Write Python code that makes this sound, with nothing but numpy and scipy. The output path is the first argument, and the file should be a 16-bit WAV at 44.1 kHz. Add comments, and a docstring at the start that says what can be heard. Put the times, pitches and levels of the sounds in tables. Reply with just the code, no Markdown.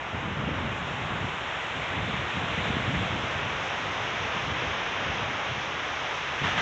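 """Storm wind roars in the crowns of tall pines, heard from open ground on a hand-held microphone.
Branches and twigs shed eddies that make the roar; leaves flutter together and needles hiss above it.
Eddies buffet the microphone port with an uneven rumble and a few thumps.
Near the end a sudden gust tears past close by."""
import sys
import numpy as np
from scipy import signal
from scipy.fft import rfft, irfft, next_fast_len
from scipy.io import wavfile
from scipy.ndimage import uniform_filter1d

SR = 44100
rng = np.random.default_rng(int(sys.argv[2]) if len(sys.argv) > 2 else 0)


def int16_out(signal):
    """Quantize to a 16-bit WAV file."""
    q = np.round(np.clip(np.atleast_2d(signal).T, -1, 1) * 32767)
    wavfile.write(sys.argv[1], SR, q.astype(np.int16))


N = 291677


def undb(db):
    """Decibels to gain."""
    return 10 ** (np.asarray(db) / 20)


def unit_rms(x):
    """Scale to rms 1."""
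    return x / np.sqrt(np.mean(x ** 2))


def curves(table):
    """Interpolate each column over time_s, one value a sample."""
    time_s, *columns = np.transpose(table)
    return [np.interp(np.arange(N) / SR, time_s, column) for column in columns]


def wander(rate_hz):
    """Random steps at rate_hz, smoothed; rms 1."""
    hold = max(int(SR / rate_hz), 2)
    steps = np.repeat(rng.standard_normal(N // hold + 2), hold)
    ramps = uniform_filter1d(steps, hold)
    return unit_rms(uniform_filter1d(ramps, hold // 2)[:N])


def colour(x, spectrum):
    """Filter by (freq_hz, gain_db) points on a log-frequency axis; rms 1."""
    size = next_fast_len(len(x) + 4096, True)
    point_hz, point_db = np.transpose(spectrum)
    bin_hz = np.maximum(np.fft.rfftfreq(size, 1 / SR), 1)
    gain = undb(np.interp(np.log(bin_hz), np.log(point_hz), point_db))
    skirts = np.minimum(bin_hz / point_hz[0], 1) * np.minimum(point_hz[-1] / bin_hz, 1) ** 2
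    return unit_rms(irfft(rfft(x, size) * gain * skirts, size)[:len(x)])


def half_octaves(x, low_hz, count):
    """Yield (centre_hz, band); the bands sum to x."""
    size = next_fast_len(N, True)
    spectrum = rfft(x, size)
    bin_hz = np.maximum(np.fft.rfftfreq(size, 1 / SR), 1)
    position = np.clip(2 * np.log2(bin_hz / low_hz), 0, count - 1)
    for k in range(count):
        weight = np.maximum(1 - abs(position - k), 0)
        yield low_hz * 2 ** (k / 2), irfft(spectrum * weight, size)[:N]


def swells(table, attack_s, release_s):
    """Gain of air pushes: each rises until start_s, holds, then decays; powers add."""
    t, power = np.arange(N) / SR, 0
    for start_s, hold_s, level_db in table:
        rise = np.clip(1 + (t - start_s) / attack_s, 0, 1)
        fall = np.exp(-np.maximum(t - start_s - hold_s, 0) / release_s)
        power = power + (undb(level_db) * rise * fall) ** 2
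    return np.sqrt(power)


def contact_hiss(spectrum, grain_db=3.0):
    """Countless tiny contacts of uneven strength merge into a hiss; rms 1."""
    contacts = rng.standard_normal(N) * undb(grain_db * rng.standard_normal(N))
    return colour(contacts, spectrum)


# Foliage levels before gain: time_s, leaf_db, needle_db
FOLIAGE_LEVELS = [(0.0, -61, -71), (0.55, -60, -70.5), (0.95, -59.5, -66), (1.9, -58, -66.5),
                  (2.85, -55, -64.5), (4.1, -51, -70), (5.5, -51.7, -73), (6.35, -51.3, -69)]
# Leaf rustle: freq_hz, gain_db
LEAF_SPECTRUM = [(3400, -9), (4100, -2), (4600, -4.5), (5300, 0.5), (5900, 1), (6500, -1.5), (7100, -12.5),
                 (7800, -30), (9000, -40.5), (15500, -54.5)]
# Needle hiss: freq_hz, gain_db
NEEDLE_SPECTRUM = [(4000, -12), (5000, -7), (6200, -0.5), (7000, 3), (7600, -3), (8150, -12), (8650, -22),
                   (9400, -29.5), (12000, -38.5), (15500, -43)]

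def foliage(leaf_gain_db=1.15, needle_gain_db=6, flutter_db=0.5, shiver_db=0.84):
    """Broad leaves flutter against each other; thin needles hiss above them."""
    leaf_db, needle_db = curves(FOLIAGE_LEVELS)
    leaves = contact_hiss(LEAF_SPECTRUM) * undb(leaf_db + leaf_gain_db + flutter_db * wander(20))
    needles = contact_hiss(NEEDLE_SPECTRUM) * undb(needle_db + needle_gain_db + shiver_db * wander(16))
    return leaves + needles


# Hard eddies on the port, before gain: centre_s, level_db, half_width_ms
HARD_EDDIES = [(.148, -21, 1.2), (0.441, -26, 1), (.492, -20.5, 0.47), (.649, -31, 0.88), (1.245, -27, 1),
               (2.656, -15, 0.25), (2.706, -17, 1.17), (2.769, -17.5, 0.93), (2.879, -22, 1.3),
               (2.926, -27, 1.2), (2.974, -22, 2.1), (3.031, -21, 0.83), (6.421, -21, 1.56)]

def thumps(gain_db=-2.5, low_cut_hz=65):
    """A hard eddy pushes the membrane, then sucks at it; the microphone cuts the slowest part."""
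    t, pressure = np.arange(N) / SR, np.zeros(N)
    for centre_s, level_db, half_width_ms in HARD_EDDIES:
        offset = np.clip((t - centre_s) * 1000 / half_width_ms, -10, 10)
        pressure -= undb(level_db + gain_db) * offset * np.exp((1 - offset ** 2) / 2)
    return signal.sosfilt(signal.butter(2, low_cut_hz, "high", fs=SR, output="sos"), pressure)


# Air puffs at the port: start_s, hold_s, flow_db
PORT_PUFFS = [(0.135, .2, -34), (0.37, .28, -31.5), (0.72, 0.35, -37), (1.11, 0.16, -33.5),
              (1.76, .03, -37.5), (1.93, 0.3, -34), (2.36, .24, -34), (2.66, 0.16, -33), (2.86, .17, -30.5),
              (3.12, .12, -34), (3.34, 0.29, -38), (3.86, .05, -39), (4.0, 0.022, -37), (4.14, 0.25, -39.5),
              (4.45, 0.078, -35.5), (4.65, 0.034, -35), (5.02, 0.24, -35.5), (5.49, .08, -39.5),
              (6.42, .19, -35)]
# Port rumble: freq_hz, gain_db
RUMBLE_SPECTRUM = [(20, -55), (40, -20), (65, -2.5), (95, 0.5), (145, .5), (200, -4.5), (280, -8),
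                   (400, -15), (550, -15.5), (900, -25.5), (2000, -46.5), (5000, -84)]

def buffeting(gain_db=-1.0, calm_db=-47.5, strong_db=-33, lump_db=1.6, waver_db=0.5, split_hz=190):
    """Eddies hit the port in quick uneven lumps; strong flow breaks them smaller, adding low mids."""
    puffs = swells(PORT_PUFFS, attack_s=0.039, release_s=0.056)
    flow_db = 20 * np.log10(np.hypot(puffs, undb(calm_db)))
    eddies = rng.standard_normal(N) * undb(lump_db * wander(rate_hz=85))
    rumble = colour(eddies, RUMBLE_SPECTRUM)
    large_eddies = signal.sosfiltfilt(signal.butter(2, split_hz, fs=SR, output="sos"), rumble)
    small_eddies = rumble - large_eddies
    excess_db = flow_db - strong_db
    tilted = large_eddies * undb(-0.2 * excess_db) + small_eddies * undb(0.5 * excess_db)
    return tilted * undb(flow_db + gain_db + waver_db * wander(rate_hz=18))


# Gust surges: start_s, hold_s, level_db
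GUST_SURGES = [(6.442, 0.046, -28.5), (6.58, 0.013, -25.5)]
# Rushing air: freq_hz, gain_db
GUST_SPECTRUM = [(250, -24), (500, -6.5), (900, -1.5), (1300, -0.5), (1800, 1.5), (2400, -5.5), (3400, -5),
                 (3900, -14), (4600, -25), (6200, -19.5), (7500, -34.5), (9000, -55), (14000, -75)]

def close_gust(rough_db=0.1):
    """Fast air tears past close by in two surges."""
    surges = swells(GUST_SURGES, attack_s=0.019, release_s=0.087)
    rush = colour(rng.standard_normal(N), GUST_SPECTRUM)
    return rush * surges * undb(rough_db * wander(rate_hz=140))


# Wind in the crowns, before gain and tilt scaling: time_s, roar_db, relative_treble_db
CROWN_LEVELS = [(0.0, -36.5, -4.3), (0.4, -35.5, -5.5), (0.95, -35.5, -3), (1.8, -35.3, -2),
                (2.6, -34, -0.6), (3.5, -33.5, -3), (4.25, -33.5, -1.8), (5.2, -33, -2.5),
                (5.85, -35, -1.5), (6.35, -34.5, -1.2)]
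# Crown roar: freq_hz, gain_db
ROAR_SPECTRUM = [(60, -13), (250, -8.5), (470, -3), (640, -2), (850, -0.57), (1150, -0.5), (1600, -1.95),
                 (2250, -2.5), (2800, -4.5), (3400, -6.5), (3800, -12), (4200, -23), (4700, -35.5),
                 (6000, -58.5)]

def crown_roar(gain_db=3.0, neutral_treble_db=-2.0, pivot_hz=1350, sway_db=0.1, flicker_db=0.66):
    """Each branch thickness sheds its own band of eddies; faster air favours the thin twigs."""
    roar_db, treble_db = curves(CROWN_LEVELS)
    tilt_db_per_octave = 0.88 * (treble_db - neutral_treble_db)
    eddies = colour(rng.standard_normal(N), ROAR_SPECTRUM)
    roar = 0
    for centre_hz, band in half_octaves(eddies, low_hz=179, count=10):
        octaves_above = max(np.log2(centre_hz / pivot_hz), 0)
        # boughs sway, twigs whip about
        motion_db = sway_db * wander(rate_hz=3.01) + flicker_db * wander(rate_hz=18)
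        roar = roar + band * undb(tilt_db_per_octave * octaves_above + motion_db)
    return roar * undb(roar_db + gain_db)


def scene():
    """Wind in the trees and on the microphone; mono."""
    return (crown_roar() + foliage() + close_gust() + buffeting() + thumps())[None]


def record(dry, self_noise_db=-93, top_hz=15700):
    """The recorder adds faint steady hiss and cuts the top."""
    noisy = dry + undb(self_noise_db) * rng.standard_normal(dry.shape)
    return signal.sosfilt(signal.ellip(8, 0.2, 70, top_hz, fs=SR, output="sos"), noisy)


dry = scene()
out = record(dry)
int16_out(out)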